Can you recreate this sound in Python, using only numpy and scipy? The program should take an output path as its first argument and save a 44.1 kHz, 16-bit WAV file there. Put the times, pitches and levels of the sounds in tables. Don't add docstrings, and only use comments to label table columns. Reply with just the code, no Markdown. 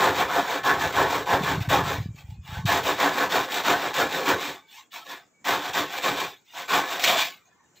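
import sys
import numpy as np
from scipy import signal
from scipy.fft import rfft, irfft
from scipy.io import wavfile
from scipy.ndimage import uniform_filter1d

SR = 44100
rng = np.random.default_rng(int(sys.argv[2]) if len(sys.argv) > 2 else 0)


def volts_from_db(level):
    exponent = np.asarray(level, float) / 20
    return 10 ** exponent


def store_pcm(level_fs):
    pcm = np.round(np.clip(level_fs, -1, 1) * 32767).astype(np.int16)
    wavfile.write(sys.argv[1], SR, np.atleast_2d(pcm).T)


N = 343978
STEP_S = 0.002


def evened(x):
    return x / np.sqrt(np.mean(x ** 2) + 1e-20)


def curve(rows, column):
    rows = np.asarray(rows)
    return np.interp(np.arange(N) / SR, rows[:, 0], rows[:, column])


def stretched(values):
    return np.interp(np.arange(N) / SR, np.arange(len(values)) * STEP_S, values)


def wander(hz):
    return evened(signal.sosfilt(signal.butter(2, hz, fs=SR, output="sos"), rng.standard_normal(N)))


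def body(points, band_hz, rings=()):
    hz = np.fft.rfftfreq(8192, 1 / SR)
    point_hz, point_db = np.transpose(points)
    db = np.interp(np.log(hz + 1), np.log(point_hz + 1), point_db)
    for centre_hz, width_hz, lift_db in rings:
        db = db + lift_db / (1 + (2 * (hz - centre_hz) / width_hz) ** 2)
    cepstrum = irfft(np.log(volts_from_db(np.maximum(db, -100))))
    cepstrum[1:4096] *= 2
    cepstrum[4097:] = 0
    response = np.exp(rfft(cepstrum))
    inside = (hz > band_hz[0]) & (hz < band_hz[1])
    return irfft(response) / np.sqrt(np.sum(abs(response[inside]) ** 2) / len(hz))


def coloured(x, points, band_hz, rings=()):
    return signal.oaconvolve(x, body(points, band_hz, rings))[:N]


# full_force_s, swell_ms (from rest), fade_ms (by 20 dB at depth 1), force_db, scrape_db (blade re force)
STROKE_ROWS = [(0.071, 197, 96.5, -19.5, -10.5), (0.21, 119, 84.5, -22.5, -8),
               (0.377, 137, 91.5, -23, -9.5), (0.545, 191, 91, -28, -7), (0.693, 85, 114, -20, -11),
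               (0.843, 99, 129, -26, -7.5), (1.004, 101, 116, -20, -11.5), (1.158, 140, 113.5, -27.0, -6.5),
               (1.342, 118, 88.5, -21, -11.5), (1.508, 152, 104.5, -26.5, -7),
               (1.624, 29, 94.5, -39.5, -2.5), (1.73, 58.5, 128, -19.5, -8.5), (1.911, 118, 112, -29.5, -5),
               (2.042, 45, 64.5, -60.5, 8), (2.208, 84, 61.5, -51.5, -2.5), (2.312, 97, 75, -59, 0),
               (2.569, 172, 86.5, -41, -3.5), (2.568, 68, 25, -41, -16.0), (2.72, 82, 138.5, -21, -6.5),
               (2.883, 71, 118.5, -26.0, -4), (3.039, 89, 118.5, -19.5, -9), (3.228, 146, 84, -24.5, -7),
               (3.361, 95, 128.5, -22.5, -6.0), (3.586, 149, 73, -28, -4), (3.694, 81, 122, -20, -7),
               (3.863, 150, 93.5, -28.5, -7.0), (4.013, 110, 96, -23, -6.5), (4.167, 114, 157.5, -29, -4),
               (4.305, 81, 90, -21.5, -6.5), (4.465, 152, 117.5, -32.0, -2.5), (4.795, 153, 57.5, -55.5, 8),
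               (4.965, 64, 89, -42.5, 1.5), (5.126, 110, 101.5, -39, -3.5), (5.509, 91, 123.5, -23, -5.5),
               (5.683, 132, 82, -32.5, -5), (5.782, 71, 107, -25.5, -4.5), (5.979, 153, 101, -34.5, -3.0),
               (6.066, 64, 132.5, -24.5, -5.0), (6.204, 68, 132.5, -31, -2.5), (6.562, 140, 206, -60.5, 8),
               (6.609, 103, 87.5, -36, -3), (6.766, 118, 103.5, -21.0, -6.5),
               (6.944, 125, 110, -30.5, -3.5), (7.098, 135, 164, -25, 0), (7.194, 39, 120, -30.5, 5),
               (7.378, 28, 167, -64.5, -1), (7.578, 210, 217.5, -63, -14.5), (7.777, 27, 106.5, -70, 13)]
SWELL_POWER, FADE_POWER = 2.9, 1.43
BITE_SHARE, BITE_MS = 0.74, 2.5
BITE_DB = -37


def strokes(offset_db=0., shift_s=0., depth=0.69, late=0.93):
    full_s, swell_ms, fade_ms, force_db = np.transpose(STROKE_ROWS)[:4]
    late_ms = 1000 * (np.arange(0, N / SR, STEP_S)[:, None] - full_s - shift_s)
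    phase = np.where(late_ms < 0, late_ms / np.maximum(swell_ms, 10), late_ms / np.maximum(fade_ms, 10))
    swell = np.maximum(1 - np.minimum(phase, 0) ** 2, 0) ** (depth * late * SWELL_POWER)
    since_bite_ms = late_ms + 1000 * shift_s + BITE_SHARE * swell_ms
    swell = swell * np.clip(since_bite_ms / BITE_MS, force_db < BITE_DB, 1)
    fade_db = -20 * depth * np.maximum(phase, 0) ** FADE_POWER
    return (swell * volts_from_db(force_db + offset_db + fade_db)) ** 2 + 1e-14, phase


def stroke_db(offset_db=0., shift_s=0., depth=1., late=1.):
    return stretched(10 * np.log10(strokes(offset_db, shift_s, depth, late)[0].sum(1)))


def teeth(per_s, spread_db, rasp, judder_db):
    snaps = (rng.random(N) < per_s / SR) * rng.choice([-1., 1.], N)
    snaps = snaps * volts_from_db(spread_db * np.minimum(rng.exponential(1, N), 4))
    rasp = np.clip(rasp, 0, 1)
    mix = np.sqrt(1 - rasp) * evened(snaps) + np.sqrt(rasp) * rng.standard_normal(N)
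    return evened(mix * volts_from_db(judder_db * wander(54.0)))


def uneven(x, force_db, loud_db=2.0, quiet_db=7.5):
    z = signal.stft(x, nperseg=1024, noverlap=768)[2]
    field = rng.standard_normal(z.T.shape).T
    field = uniform_filter1d(field, size=4, axis=0)
    field = evened(uniform_filter1d(field, size=9, axis=1))
    force_db = np.interp(np.arange(z.shape[1]) * 256, np.arange(N), force_db)
    depth_db = np.interp(force_db, [-60, -35], [quiet_db, loud_db])
    gain = volts_from_db(depth_db * field)
    gain /= np.sqrt(np.mean(gain ** 2, axis=0))
    return signal.istft(z * gain, nperseg=1024, noverlap=768)[1][:N]


FIRM_DB, FRAME_LOSS = -29.5, 0.97
SKIM_DB, SKIM_LOSS = 1, 3.


def drumming_db():
    force_db, scrape_db = np.transpose(STROKE_ROWS)[3:]
    return FRAME_LOSS * np.minimum(force_db - FIRM_DB, 0) - SKIM_LOSS * np.maximum(scrape_db - SKIM_DB, 0)


# centre_hz, width_hz, lift_db
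RING_ROWS = [(279.6, 75, 5), (376, 110, 1.5), (473, 93, 1.5), (696, 76, 0.5), (994, 49, 2), (1094, 21, 7.5),
             (1404, 50, 2), (1522, 23, 7.5), (1720, 33, 3), (2187, 43, -11), (2387, 82, 4), (3290, 29, 5),
             (3480, 25, 7), (3622, 30, 5.5), (3793, 42, 7), (5550, 120, 1.5), (6700, 45, -2.5),
             (7900, 120, 2.5)]
# time_s, drumming_db (frame re force), thud_db (floor re drumming)
SEATING_ROWS = [(0.0, -7.5, -15), (.8, -7.5, -22), (1.5, -5, -15), (2.7, -7.5, -31), (3.3, -8.5, -13.5),
                (3.9, -6.5, -14.5), (4.3, -4.5, -14), (5.0, -4.5, -13), (5.5, -8.5, -13), (6.2, -6.5, -9),
                (6.7, -10, -19), (7.1, -10.5, -22.5), (7.8, -13.5, -16)]
# (relative, per Hz)
FRAME_COLOUR = [(53, -57.5), (90, -19.5), (182, -5), (241, -10), (280, -2), (316, -8.5), (370, 3), (448, 1),
                (650, -4.5), (840, -22.5), (1430, -120)]


def frame(coarse):
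    level_db = stroke_db(drumming_db(), shift_s=0.0085, depth=1., late=0.98) + curve(SEATING_ROWS, 1)
    return coloured(coarse * volts_from_db(level_db), FRAME_COLOUR, (230, 600), RING_ROWS)


CHATTER_HZ, LIGHT_HZ_PER_DB = 948, 19.5
PUSH_DB, SAG_HZ_PER_DB = -27, 29


def chatter_hz():
    power, phase = strokes()
    force_db = np.transpose(STROKE_ROWS)[3]
    sag_hz = SAG_HZ_PER_DB * np.clip(force_db - PUSH_DB, -8, 8) * np.clip(phase, -1, 1)
    hz = CHATTER_HZ + LIGHT_HZ_PER_DB * (-21.5 - force_db) - sag_hz
    return stretched((power * hz).sum(1) / power.sum(1))


def glide(x, hz, width_hz):
    turn = np.exp(2j * np.pi * np.cumsum(hz) / SR)
    r = np.exp(-np.pi * width_hz / SR)
    return 2 * (turn * signal.lfilter([1 - r], [1, -r], x / turn)).real


def chatter(coarse, force_db):
    return evened(glide(coarse, chatter_hz(), width_hz=300.)) * volts_from_db(force_db - 17.5)


# (relative, per Hz)
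SLAT_COLOUR = [(350, -41.5), (600, -11), (714, -2), (1080, -2.5), (1390, -7), (1740, -4.5), (2300, -19),
               (2990, -36), (5060, -120)]


def slat(coarse, force_db, bites):
    level = volts_from_db(force_db - 0.03) + volts_from_db(-7.0) * bites
    return coloured(coarse * level, SLAT_COLOUR, (650, 2000), RING_ROWS)


# (relative, per Hz)
BLADE_COLOUR = [(1290, -25), (2200, 0), (2410, -1.5), (2590, -4), (2790, -3.5), (3700, -3), (4890, -11.5),
                (7380, -12.5), (7820, -14.5), (9220, -33), (11300, -29.5), (12700, -20), (14900, -13),
                (15800, -14)]


def blade(fine, bites):
    scrape_db = np.transpose(STROKE_ROWS)[4]
    scrape = volts_from_db(stroke_db(scrape_db, shift_s=-.006, depth=0.93)) + bites
    sizzle = signal.sosfilt(signal.butter(4, 11800., "high", fs=SR, output="sos"), fine)
    sizzle_gain = np.clip(scrape / 0.016, .01, 3) ** -.1 - 1
    return coloured(scrape * (fine + sizzle * sizzle_gain), BLADE_COLOUR, (2600, 8000), RING_ROWS)


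# start_s, level_db (at onset)
CATCH_ROWS = [(.187, -55), (0.638, -48), (0.665, -41), (.926, -38), (.959, -37), (1.093, -45), (1.275, -50),
              (1.435, -52), (1.603, -45), (1.699, -48), (2.158, -54), (2.477, -53), (2.656, -29.5),
              (2.84, -44), (3, -33), (3.201, -52), (3.318, -35), (3.542, -30), (3.648, -45), (3.94, -36),
              (4.004, -53), (4.09, -44), (4.277, -53), (4.711, -68), (4.921, -70), (5.451, -48),
              (5.749, -47), (5.978, -35.5), (6.697, -50), (6.913, -45), (6.994, -30.5), (7.039, -17),
              (7.077, -24), (7.188, -32), (7.757, -69)]


def catches():
    train = np.zeros(N)
    for start_s, level_db in CATCH_ROWS:
        train[round(start_s * SR)] = volts_from_db(level_db)
    t = np.arange(4000) / SR
    return signal.oaconvolve(train, volts_from_db(-60 * t / 0.055))[:N]


def saw():
    force_db = stroke_db()
    coarse = uneven(teeth(per_s=700., spread_db=2.0, rasp=0.47, judder_db=0.5), force_db)
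    fine = uneven(teeth(per_s=2300.0, spread_db=2.5, rasp=0.61, judder_db=2.0), force_db)
    fine = evened(0.63 * coarse + 0.78 * fine)
    bites = catches()
    return frame(coarse) + chatter(coarse, force_db) + slat(coarse, force_db, bites) + blade(fine, bites)


def hallway(x, t60_low_s=0.15, t60_high_s=0.1, split_hz=2060.0):
    taps = np.zeros(SR // 2)
    at = np.arange(200, len(taps) - 20, 20)
    taps[at + rng.integers(0, 20, len(at))] = rng.choice([-1., 1.], len(at))
    low = signal.sosfilt(signal.butter(2, split_hz, fs=SR, output="sos"), taps)
    t = np.arange(len(taps)) / SR
    tail = low * volts_from_db(-60 * t / t60_low_s) + (taps - low) * volts_from_db(-60 * t / t60_high_s)
    return signal.oaconvolve(x, tail / np.linalg.norm(tail))[:N]


def thud_db():
    force_db = np.transpose(STROKE_ROWS)[3]
    offset_db = drumming_db() + .4 * (force_db + 20)
    level_db = stroke_db(offset_db, shift_s=.025, depth=1.6, late=2.6)
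    return level_db + curve(SEATING_ROWS, 1) + curve(SEATING_ROWS, 2)


# time_s, level_db
DRAUGHT_ROWS = [(0.0, -50), (.12, -40), (.5, -63), (.67, -47), (1.05, -38.5), (1.27, -53), (1.34, -40),
                (1.58, -31.5), (1.65, -46), (1.7, -30.5), (2.0, -35), (2.19, -52), (2.38, -43), (2.45, -51),
                (2.67, -31), (2.78, -43), (3.08, -59), (3.15, -87.5), (7.8, -79.5)]
# (relative, per Hz)
GUST_COLOUR = [(15, -53.5), (25, -19.5), (60, -6), (86, 2), (140, 1), (192, -8), (260, -29.5), (340, -62.5),
               (570, -120)]


def draught_and_thud():
    lumps = evened(volts_from_db(2.5 * wander(18.)) * rng.standard_normal(N))
    level = np.hypot(volts_from_db(curve(DRAUGHT_ROWS, 1)), volts_from_db(thud_db()))
    return coloured(lumps * level, GUST_COLOUR, (40, 170))


# (relative, per Hz)
HUSH_COLOUR = [(24, -39.5), (40, -16), (162, 1.5), (440, -1), (580, -6.5), (1790, -11.5), (3680, -24),
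               (5100, -23), (7240, -5), (10300, -46), (15700, -23.5)]
HUSH_DB = -68.5


def hush():
    patchy = rng.standard_normal(N) * volts_from_db(3.5 * wander(6.))
    return volts_from_db(HUSH_DB) * coloured(patchy, HUSH_COLOUR, (40, 15700))


# (relative, per Hz)
APART_COLOUR = [(35, -50), (60, -13), (276, -4), (695, -10.5), (855, -6.5), (8040, -22.5), (9450, -37.5),
                (15000, -15)]


def side_hiss():
    level_db = -63.0 + 0.12 * np.maximum(stroke_db(), -90)
    return coloured(volts_from_db(level_db) * rng.standard_normal(N), APART_COLOUR, (60, 15000))


# start_s, level_db (nominal peak), pitch_hz
BUFFET_ROWS = [(1.336, -19, 102), (1.408, -18, 172), (1.433, -20.5, 152), (1.562, -26, 116),
               (1.579, -19.5, 160), (1.608, -18, 110), (1.678, -15.5, 111), (1.788, -22, 148),
               (1.982, -21, 102), (2.001, -20, 111), (2.057, -23, 163), (2.086, -25, 105), (2.103, -28, 98),
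               (2.145, -34, 127), (2.199, -45, 94.2), (2.239, -37, 70.0), (2.287, -28, 80.5),
               (2.364, -37, 115), (2.385, -28, 79), (2.489, -29.5, 99.6), (2.523, -25.5, 100),
               (2.569, -24, 84), (2.59, -24, 125), (2.65, -15, 121)]


def buffets():
    out = np.zeros(N)
    for start_s, level_db, pitch_hz in BUFFET_ROWS:
        cycles = np.arange(round(2.6 * SR / pitch_hz)) * pitch_hz / SR
        push = volts_from_db(level_db) * (cycles / 0.58) * np.exp(1 - cycles / 0.49) * np.sin(2 * np.pi * cycles)
        out[round(start_s * SR):][:len(push)] += push * signal.windows.tukey(len(push), .3)
    return out


# start_s, end_s, pitch_hz, width_hz, level_db
WHISTLE_ROWS = [(2.0, 2.2, 2340, 60, -70), (2.125, 2.298, 570, 60, -76), (2.296, 2.468, 2500, 60, -72),
                (4.55, 4.754, 2265, 49, -65), (4.57, 4.845, 880, 34, -71), (4.966, 5.054, 1310, 28, -53),
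                (4.904, 4.965, 2900, 40, -60), (5.21, 5.336, 2300, 34, -85), (5.203, 5.44, 640, 30, -86.5),
                (5.33, 5.46, 2260, 15, -68), (5.25, 5.45, 6440, 210, -92), (6.36, 6.5, 2310, 40, -88),
                (7.444, 7.517, 1900, 60, -77.5), (7.446, 7.5, 6500, 530, -66),
                (7.556, 7.738, 6000, 190, -78), (7.05, 7.259, 3500, 220, -32),
                (7.07, 7.176, 690, 140, -25.5)]


def whistles():
    out = np.zeros(N)
    for start_s, end_s, pitch_hz, width_hz, level_db in WHISTLE_ROWS:
        count = round((end_s - start_s) * SR)
        peak = signal.iirpeak(pitch_hz, pitch_hz / width_hz, SR)
        fuzz = signal.lfilter(*peak, rng.standard_normal(SR // 2))
        fuzz = signal.lfilter(*peak, fuzz)[-count:]
        out[round(start_s * SR):][:count] += volts_from_db(level_db) * evened(fuzz) * signal.windows.tukey(count, .4)
    return out


def scene():
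    cut = saw()
    mid = cut + volts_from_db(-11.5) * hallway(cut) + draught_and_thud() + buffets() + hush() + whistles()
    side = side_hiss()
    return np.array([mid + side, mid - side])


def low_pass(x):
    return signal.sosfilt(signal.butter(12, 16810, fs=SR, output="sos"), x)


def record(dry):
    low_cut = signal.sosfilt(signal.butter(2, 45., "high", fs=SR, output="sos"), dry)
    ceiling = 0.45
    rounded = ceiling * np.tanh(low_cut / ceiling)
    band_limit = signal.firwin(511, 15620, window=("kaiser", 9), fs=SR)
    limited = signal.oaconvolve(rounded, band_limit[None], "same")
    return low_pass(limited)


dry = scene()
out = record(dry)
store_pcm(out)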